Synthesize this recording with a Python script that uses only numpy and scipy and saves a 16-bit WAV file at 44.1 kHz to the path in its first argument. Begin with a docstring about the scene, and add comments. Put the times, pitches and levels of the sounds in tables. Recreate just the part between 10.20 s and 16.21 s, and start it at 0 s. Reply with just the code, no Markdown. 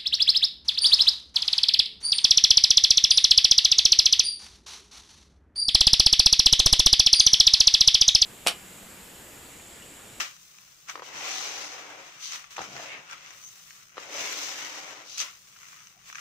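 """Scooping birdseed in a plastic tub

Two hands scoop oiled birdseed three times, close by. The fingers jab into the heap, plough
through it with a dense crunch, and lift a load that pours back in a fine patter; clumps drop
as the hands open. Crunch and patter are thousands of tiny clicks of single seeds.
The hollow tub rings and echoes, and a quiet room hums underneath."""
import sys
import numpy as np
from scipy import signal
from scipy.fft import rfft, irfft
from scipy.io import wavfile
from scipy.ndimage import uniform_filter1d

SR = 44100
rng = np.random.default_rng(int(sys.argv[2]) if len(sys.argv) > 2 else 0)


def transcribe(signal):
    """Save signal, clipped to [-1, 1], as a 16-bit WAV file at the path in sys.argv[1]."""
    frames = np.atleast_2d(signal).T
    limited = np.clip(frames, -1, 1)
    pcm = np.round(limited * 32767).astype(np.int16)
    wavfile.write(sys.argv[1], SR, pcm)


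N = 264996
TIME = np.arange(N) / SR

# tone colour of a clump or a large seed striking the heap: frequency_hz, level_db
CLACK_COLOUR = [(200, -43), (750, -16), (1200, 2), (1700, 0), (2400, 4), (4500, -16.5), (6400, 1.5),
                (9500, -29.5), (15500, -32)]


def amp(db):
    """Turns decibels into a gain to multiply by."""
    return 10 ** (np.asarray(db) / 20)


def unit_power(x):
    """Scales a signal to an average power of one."""
    return x / np.sqrt(np.mean(x ** 2) + 1e-20)


def curve_at(points, hz):
    """Reads between the points of a curve of (frequency, value) pairs."""
    point_hz, value = np.transpose(points)
    return np.interp(np.log(hz + 1), np.log(point_hz + 1), value)


def add_at(mix, start_s, sound):
    """Adds a short sound to the mix at the given time."""
    part = mix[:, max(round(start_s * SR), 0):][:, :sound.shape[1]]
    part += sound[:, :part.shape[1]]


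def coloured(x, colour, size=4096):
    """Gives a sound a tone colour. The filter never rings early, so clicks keep their sharp fronts."""
    log_gain = np.log(amp(curve_at(colour, abs(np.fft.fftfreq(size, 1 / SR)))))
    taps = np.fft.ifft(np.exp(signal.hilbert(log_gain).conj())).real[:size // 2]
    return signal.oaconvolve(x, taps[None], axes=1)[:, :x.shape[1]]


def brightened(x, bright_db, shares, patchy_db=0.35):
    """Moves the treble over time: each frequency takes its share of bright_db and wanders a little."""
    hz, t, spectrum = signal.stft(x, SR, nperseg=256)
    patches = uniform_filter1d(rng.standard_normal(spectrum.shape), size=3, axis=0)
    patches = unit_power(uniform_filter1d(patches, size=20, axis=1))
    change_db = curve_at(shares, hz)[:, None] * np.interp(t, TIME, bright_db) + patchy_db * patches
    return signal.istft(spectrum * amp(change_db), SR, nperseg=256)[1][:, :N]


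def swell(peak_s, level_db, half_length_s):
    """The gain of a short movement: it rises and fades smoothly."""
    return amp(level_db) * np.exp(-np.minimum(((TIME - peak_s) / half_length_s) ** 2 / 2, 20))


def swelling_clicks(swells, colour, clicks):
    """Coloured clicks that rise and fade with each listed swell."""
    return sum(swell(*row) for row in swells) * unit_power(coloured(clicks, colour))


def held(start_s, length_s, rise_s, sag_db_per_s, stop_db_per_s):
    """The gain of a long movement: it rises, sags slowly, and dies away after length_s."""
    age = np.maximum(TIME - start_s, 0)
    fade_db = -sag_db_per_s * age - stop_db_per_s * np.maximum(age - length_s, 0)
    return np.minimum(age / rise_s, 1) * amp(fade_db)


def joined(movements):
    """Joins (gain, brightness) pairs: powers add, and the loudest counts most for the brightness."""
    power = sum(gain ** 2 for gain, _ in movements) + 1e-14
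    return np.sqrt(power), sum(gain ** 2 * bright_db for gain, bright_db in movements) / power


def seed_clicks(per_s, spread_db, lag_s):
    """Clicks of single seeds; each lies elsewhere, so left and right hear it at different times."""
    chance = np.clip(per_s / SR, 1e-4, 1) * np.ones(N)
    size, place, side = rng.standard_normal((3, N))
    strength = rng.choice([-1, 1], N) * amp(spread_db * np.minimum(size, 2.5))
    clicks = strength * (rng.random(N) < chance) / np.sqrt(chance)
    right_arrival = (np.arange(N) + np.round(place * lag_s * SR).astype(int)) % N
    right = np.bincount(right_arrival, clicks * amp(-side), N)
    return unit_power(np.array([clicks * amp(side), right]))


def avalanches(rate_hz, depth_db):
    """Seeds give way in small slides: a random gain that moves up to about rate_hz times a second."""
    hz = np.fft.rfftfreq(N, 1 / SR)
    wander = irfft(rfft(rng.standard_normal(N)) / (1 + (hz / rate_hz) ** 2), N)
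    return unit_power(amp(depth_db * unit_power(wander)))


def hum_and_hiss(hum_db=-70.5, hiss_db=-65.5, stereo_width=0.25):
    """The room's low steady noise, nearly the same on both sides, and each microphone's own hiss."""
    # tone colours of the room and of the hiss: frequency_hz, level_db
    hum_colour = [(20, -5), (36, -16), (50, 7), (68, -11), (95, 0), (135, 5), (200, 2.5), (250, -18),
                  (295, -6), (480, -9), (800, -9.5), (2000, -36)]
    hiss_colour = [(1000, -34), (4000, -17), (6300, -7), (9000, 26), (12000, 12), (15500, 31)]
    common, side = rng.standard_normal((2, N))
    noise = np.array([common + stereo_width * side, common - stereo_width * side])
    hum = unit_power(coloured(noise, hum_colour, size=16384))
    hiss = unit_power(coloured(rng.standard_normal((2, N)), hiss_colour))
    return amp(hum_db) * hum + amp(hiss_db) * hiss


def wall_echoes(x, decay_s=0.0053, patterns=24, change_s=0.05):
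    """Quick treble echoes off the tub's walls; their pattern keeps changing as hands and seeds move."""
    t, out = np.arange(2048) / SR, np.zeros((2, N))
    for k in range(patterns):
        echoes = rng.standard_normal((2, len(t))) * (t > 0.0007) * np.exp(-t / decay_s)
        echoes = signal.lfilter(*signal.butter(2, 1000, "high", fs=SR), echoes)
        echoes /= np.linalg.norm(echoes, axis=1, keepdims=True)
        crossfade = np.sin(np.pi / 2 * np.minimum((TIME / change_s - k) % patterns, 2))
        out += signal.oaconvolve(x * crossfade, echoes, axes=1)[:, :N]
    return out


def tub(x, wall_db=-8, room_db=-17, room_fade_s=0.19):
    """The hollow tub rings, its walls echo, and the room adds a faint tail."""
    # the tub's hollow notes: pitch_hz, width_hz, boost_db
    notes = [(137.4, 8, 9.5), (290.8, 11, 9.5), (546, 16.4, 5.5), (761, 13, 7), (1280, 117, 1.5),
             (2390, 650, -1.5)]
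    x = x + sum((amp(boost_db) - 1) * signal.lfilter(*signal.iirpeak(hz, hz / width_hz, SR), x)
                for hz, width_hz, boost_db in notes)
    t = np.arange(SR // 3) / SR
    tail = rng.standard_normal((2, len(t))) * amp(-60 * t / room_fade_s)
    room = signal.fftconvolve(x, tail / np.linalg.norm(tail[0]), axes=1)[:, :N]
    return x + amp(wall_db) * wall_echoes(x) + amp(room_db) * room


def shoving():
    """The whole heap shifts under the hands or a falling load, and the tub rumbles softly."""
    # shifts of the heap: peak_s, level_db, half_length_s
    shoves = [(0.02, -62, 0.02), (0.96, -54.5, 0.011), (2.41, -50.5, 0.014), (2.54, -58, 0.065),
              (2.78, -60, 0.016), (4.0, -58, 0.016)]
    # tone colour of the rumble: frequency_hz, level_db
    colour = [(25, -53), (70, 0), (100, -12), (150, 1), (200, 1.5), (300, -4), (450, -6), (1000, -40)]
    return swelling_clicks(shoves, colour, seed_clicks(per_s=2500, spread_db=7.5, lag_s=0.0001))


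def sliding():
    """Husks skid over the oily palms in short bright swishes."""
    # seeds sliding off the skin: peak_s, level_db, half_length_s
    swishes = [(1.17, -39, 0.096), (1.43, -45, 0.08), (2.055, -40, 0.029), (2.135, -40.5, 0.023),
               (4.24, -44.5, 0.051), (4.925, -44.5, 0.04), (5.008, -33.5, 0.019)]
    # tone colour of a swish: frequency_hz, level_db
    colour = [(1000, -48), (2500, -2), (3600, 0), (5200, -1.5), (6200, 5.5), (7200, -4), (9000, -15),
              (15000, -26)]
    return swelling_clicks(swishes, colour, seed_clicks(per_s=9200, spread_db=7.5, lag_s=0.00025))


def pitched_rings():
    """Short rings in the seeds and hands: gliding scrapes, a clump's body, a jab's ring, a faint thump."""
    # rings: peak_s, level_db, half_length_s, pitch_hz, width_hz, glide_octaves_per_s
    rings = [(0.698, -43, 0.012, 1410, 890, 0), (1.095, -43, 0.071, 2520, 800, -0.8),
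             (1.15, -55, 0.062, 783, 130, .4), (2.388, -45, 0.0094, 940, 454, 0),
             (2.607, -52.5, 0.1, 687, 169, 0.1), (2.588, -45, 0.018, 1860, 1300, 0),
             (2.716, -42, 0.051, 2340, 1250, -0.6), (2.925, -50.5, 0.029, 1340, 400, 0),
             (3.267, -49, 0.029, 6260, 400, 1), (3.993, -48, 0.086, 570, 506, -0.1),
             (4.042, -40.5, 0.051, 2240, 600, -.6), (4.425, -47.5, 0.087, 1900, 1610, -.4),
             (5.774, -64.5, 0.012, 750, 200, -0.1)]
    clicks, out = seed_clicks(per_s=6000, spread_db=5, lag_s=0.00025), np.zeros((2, N))
    for peak_s, level_db, half_length_s, pitch_hz, width_hz, glide in rings:
        near = abs(TIME - peak_s) < 5 * half_length_s
        gliding_hz = pitch_hz * 2 ** (glide * (TIME[near] - peak_s))
        tone = np.exp(2j * np.pi * np.cumsum(gliding_hz) / SR)
        # shift down, smooth, shift back: only the band round the pitch is left
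        smooth = signal.butter(1, width_hz / 2, fs=SR)
        ring = tone * signal.lfilter(*smooth, signal.lfilter(*smooth, clicks[:, near] / tone))
        ring = signal.lfilter(*signal.butter(2, pitch_hz / 2, "high", fs=SR), ring.real)
        out[:, near] += swell(peak_s, level_db, half_length_s)[near] * unit_power(ring)
    return out


def stray_seeds(flow, gain_db=-11, flow_limit_db=-50):
    """Sunflower seeds tick out of the stream, drowned by a heavy pour; more drop as the palms rub."""
    # the palms rub together and shed the seeds stuck to them: peak_s, level_db, half_length_s
    rubs = [(0.42, -64.5, 0.13), (3.66, -60, 0.23), (5.5, -55, 0.14), (5.8, -65, 0.038)]
    ticks = coloured(seed_clicks(per_s=110, spread_db=8, lag_s=0.0003), CLACK_COLOUR)
    shed = swelling_clicks(rubs, CLACK_COLOUR, seed_clicks(per_s=400, spread_db=2, lag_s=0.00033))
    return amp(gain_db) * np.minimum(flow, amp(flow_limit_db)) * unit_power(ticks) + shed


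def clumps(scatter_s=0.002):
    """A lump of oily seeds bursts on the heap: a puff of noise that dies at once."""
    # the largest clumps landing: start_s, peak_db, brightness_db_per_octave
    landings = [(0.385, -38.5, 0), (0.6855, -31, -3), (0.6962, -24.5, 0), (2.121, -25, 4), (2.133, -27, 5),
                (2.147, -32, 1), (2.158, -28, 1), (2.242, -34, -4.5), (2.367, -25, -2), (2.417, -28, 1),
                (2.43, -37, 1), (2.439, -33, -2), (2.5652, -32, 0), (2.911, -31, 7), (2.931, -29.5, -4),
                (3.507, -33.5, -0.5), (4.981, -21, 8), (5.002, -20, 5), (5.015, -21.5, 9), (5.363, -43, -3),
                (5.431, -38, -5), (5.485, -39.5, 1), (5.53, -39, -5.5), (5.604, -41, -1), (5.671, -35.5, 4),
                (5.8997, -33, -4), (5.927, -31.5, -3), (5.948, -35, 0), (5.955, -23.5, -1.5),
                (5.971, -37, 1), (5.983, -29.5, -4.5), (5.992, -31, 1), (6.004, -27.5, 1)]
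    out, t = np.zeros((2, N)), np.arange(2048) / SR
    for start_s, peak_db, db_per_octave in landings:
        colour = [(hz, db + db_per_octave * np.log2(hz / 1000)) for hz, db in CLACK_COLOUR]
        burst = coloured(rng.standard_normal((2, len(t))) * np.exp(-t / scatter_s), colour)
        add_at(out, start_s, amp(peak_db) * burst / abs(burst).max())
    return out


def trickle_flow():
    """Flow and brightness of thin streams: each opens, thins as the hands empty, and stops."""
    # streams between the lifted fingers: start_s, length_s, flow_db, brightness_db
    trickles = [(-0.05, 0.8, -60.5, 12.5), (1.703, 0.52, -48.5, -9), (3.059, 0.54, -57, 11.5),
                (4.788, 0.48, -60, 10), (5.204, 0.5, -60.5, 9)]
    streams = []
    for start_s, length_s, flow_db, bright_db in trickles:
        shape = held(start_s, length_s, rise_s=0.15, sag_db_per_s=4, stop_db_per_s=76.5)
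        streams.append((amp(flow_db) * shape, bright_db))
    return joined(streams)


def gush_flow(run_out_power=1.69, last_seed_s=0.14):
    """Flow and brightness of handfuls: each swells, drops, and leaves a tail of late seeds."""
    # handfuls let go at once: peak_s, flow_db, rise_s, run_out_s, brightness_db
    gushes = [(0.003, -26.5, 0.013, 0.047, -9), (0.699, -39, 0.013, 0.037, -7), (2.04, -50, 0.031, 0.14, 7),
              (2.152, -38.5, 0.047, 0.049, -5), (2.309, -49, 0.006, 0.13, 1),
              (2.366, -42.5, 0.0074, 0.034, -10), (2.932, -41, 0.047, 0.035, -14),
              (3.091, -48.5, 0.34, 0.27, -12.5), (5.02, -34, 0.028, 0.07, -10),
              (5.511, -58, 0.1, 0.32, 6.5), (5.891, -50, 0.045, 0.061, 2), (6.005, -45, 0.056, 0.058, -3.5)]
    handfuls = []
    for peak_s, flow_db, rise_s, run_out_s, bright_db in gushes:
        before, after = np.maximum(peak_s - TIME, 0), np.maximum(TIME - peak_s, 0)
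        shape = np.exp(-before / rise_s - (after / last_seed_s) ** 2)
        shape /= (1 + after / run_out_s) ** run_out_power
        handfuls.append((amp(flow_db) * shape, bright_db))
    return joined(handfuls)


def pouring(flow, bright_db, gain_db=4, neutral_db=4.5, trickle_db=-55, trickle_per_s=3500):
    """Loose seeds land, more of them as the flow grows; big ones tick over a wash of fine millet."""
    # tone colour of seeds landing on the heap: frequency_hz, level_db
    colour = [(150, -32), (300, -20.5), (600, -11), (930, -7), (1100, -0.5), (1650, -2.5), (2400, 2.5),
              (3500, 0), (4600, -4), (6300, 3), (7300, 2.5), (9500, -10.5), (12000, -12), (15500, -4.5)]
    big_seeds = seed_clicks(per_s=trickle_per_s * flow / amp(trickle_db), spread_db=3, lag_s=0.00035)
    big_seeds *= avalanches(rate_hz=68.5, depth_db=1.5)
    millet = 0.92 * seed_clicks(per_s=30000, spread_db=-1, lag_s=0.00035)
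    patter = amp(gain_db) * flow * unit_power(coloured(big_seeds + millet, colour))
    treble_shares = [(2500, 0.046), (4000, 0.39), (6000, 0.46), (11000, 0.81)]
    return brightened(patter, bright_db - neutral_db, treble_shares)


def knock(t, pitch_hz, ring_s):
    """A note pushed by soft flesh: it builds up over ring_s and dies within a few cycles."""
    return np.sin(2 * np.pi * pitch_hz * t) * t / ring_s * np.exp(1 - t / ring_s)


def jabs(gain_db=-0.5, overtone_ratio=1.66, overtone_db=-9, grit_s=0.0064, grit_width_hz=2200):
    """A fingertip stops in the heap: a knock, its overtone, a low thump, and grit shifting round it."""
    # fingertips jabbing in: start_s, level_db, pitch_hz, ring_s, thump_db
    fingertips = [(0.755, -27, 1170, 0.00075, -10), (0.776, -36.5, 1080, .0006, -7),
                  (0.7944, -34, 1170, 0.00087, -9), (0.821, -29.5, 1030, 0.00085, -9),
                  (0.829, -34.5, 1010, 0.00092, -9), (2.381, -24.5, 920, 0.00075, -35),
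                  (2.391, -24, 970, 0.0007, -25), (2.4055, -30, 780, 0.0017, -22),
                  (2.415, -31, 856, 0.0011, -23), (2.5655, -29, 1400, 0.00028, -24),
                  (2.596, -36, 680, 0.0026, -13), (3.77, -32, 1300, .0006, -10),
                  (3.7797, -25.5, 1170, 0.00066, -9)]
    # tone colour of a jab: frequency_hz, level_db
    colour = [(50, -44), (150, -4), (350, 8.5), (800, 6), (2200, 3.5), (3600, 3), (6300, -0.5), (9000, -41),
              (15500, -38)]
    out, t = np.zeros((2, N)), np.arange(2048) / SR
    age = np.maximum([t, t - 0.00012], 0)  # the left side hears it first
    for start_s, level_db, pitch_hz, ring_s, thump_db in fingertips:
        overtone = amp(overtone_db) * knock(age, overtone_ratio * pitch_hz, ring_s)
        thump = amp(thump_db) * knock(age, pitch_hz=470, ring_s=0.0013)
        blow = knock(age, pitch_hz, ring_s) - overtone - thump
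        grit = (rng.standard_normal(len(t)) + rng.standard_normal((2, len(t)))) * np.exp(-t / grit_s)
        band_hz = [pitch_hz / 2, pitch_hz / 2 + grit_width_hz]
        grit = signal.lfilter(*signal.butter(1, band_hz, "band", fs=SR), grit)
        thud = coloured(blow + 0.85 * grit, colour)
        add_at(out, start_s, amp(level_db + gain_db) * thud / abs(thud.mean(0)).max())
    return out


def crunch_strength(speed_skew=0.7, slow_dull_db=12):
    """Gain and brightness of short dull crunches, and of scoops that are brightest when fastest."""
    # palms pressing, or the lifted load shifting and landing:
    # peak_s, level_db, half_length_s, brightness_db
    short_crunches = [(0.784, -52, 0.031, -13), (0.866, -53, 0.033, 7.5), (2.434, -48, 0.032, 2.5),
                      (3.07, -64, 0.12, 4), (3.824, -49.5, 0.039, 1)]
    # hands ploughing through the heap: start_s, length_s, push_db, full_speed_brightness_db
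    scoops = [(0.845, 0.95, -42.5, 6), (2.423, 0.35, -49, 6), (3.832, 0.97, -43.5, 11)]
    movements = [(swell(*row), bright_db) for *row, bright_db in short_crunches]
    for start_s, length_s, push_db, bright_db in scoops:
        progress = np.clip((TIME - start_s) / length_s, 0, 1)
        speed = np.sin(np.pi * progress ** speed_skew)  # one arch that peaks early
        # the scoop bites in, eases as the seeds give way, and dies as the hands lift out
        push = amp(push_db) * held(start_s, length_s, rise_s=0.17, sag_db_per_s=8, stop_db_per_s=79)
        movements.append((push, bright_db - slow_dull_db * (1 - speed)))
    return joined(movements)


def ploughing(gain_db=9, neutral_db=8.5):
    """Thousands of packed seeds slip past each other; the crunch dulls as the hands sink and slow."""
    # tone colour of crunching seeds: frequency_hz, level_db
    colour = [(60, -29), (150, -20.5), (235, -17.5), (290, -11), (430, -7), (800, -4), (1650, -5),
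              (2300, 1), (4600, -8.5), (6300, -1.5), (7200, -4), (9500, -22), (12000, -22.5),
              (15500, -16.5)]
    strength, bright_db = crunch_strength()
    slips = seed_clicks(per_s=6000, spread_db=2.5, lag_s=0.00025)
    slips *= avalanches(rate_hz=21.8, depth_db=0.95)
    crunch = amp(gain_db) * strength * unit_power(coloured(slips, colour))
    treble_shares = [(700, 0), (1300, 0.092), (2400, 0.39), (4500, 0.85), (7000, 0.79), (14000, 0.98)]
    return brightened(crunch, bright_db - neutral_db, treble_shares)


def scene():
    """Digging hands and falling seeds sound in the tub, over the room's hum."""
    trickle, trickle_bright_db = trickle_flow()
    gush, gush_bright_db = gush_flow()
    digging = jabs() + ploughing() + pitched_rings() + shoving()
    falling = pouring(trickle, trickle_bright_db) + pouring(gush, gush_bright_db)
    falling = falling + sliding() + clumps() + stray_seeds(np.hypot(trickle, gush))
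    return tub(digging + falling) + hum_and_hiss()


def record(dry, top_hz=15600):
    """The left microphone's opening rings just above 6 kHz; both sides lose the highest treble."""
    # tone colour of the left opening compared with the right: frequency_hz, boost_db
    left_colour = [(100, .3), (300, 2), (750, 1), (1150, 4), (2000, 2.7), (3300, 2.7), (5000, 6.5),
                   (5850, 4.5), (6230, 7.5), (6460, -3), (7500, -3.5), (9000, 0), (11000, 1), (15000, -1.2)]
    both_sides = np.vstack([coloured(dry[:1], left_colour), dry[1:]])
    treble_cut = signal.firwin(511, top_hz, window=("kaiser", 9), fs=SR)
    return signal.oaconvolve(both_sides, treble_cut[None], "same")


dry = scene()
out = record(dry)
transcribe(out)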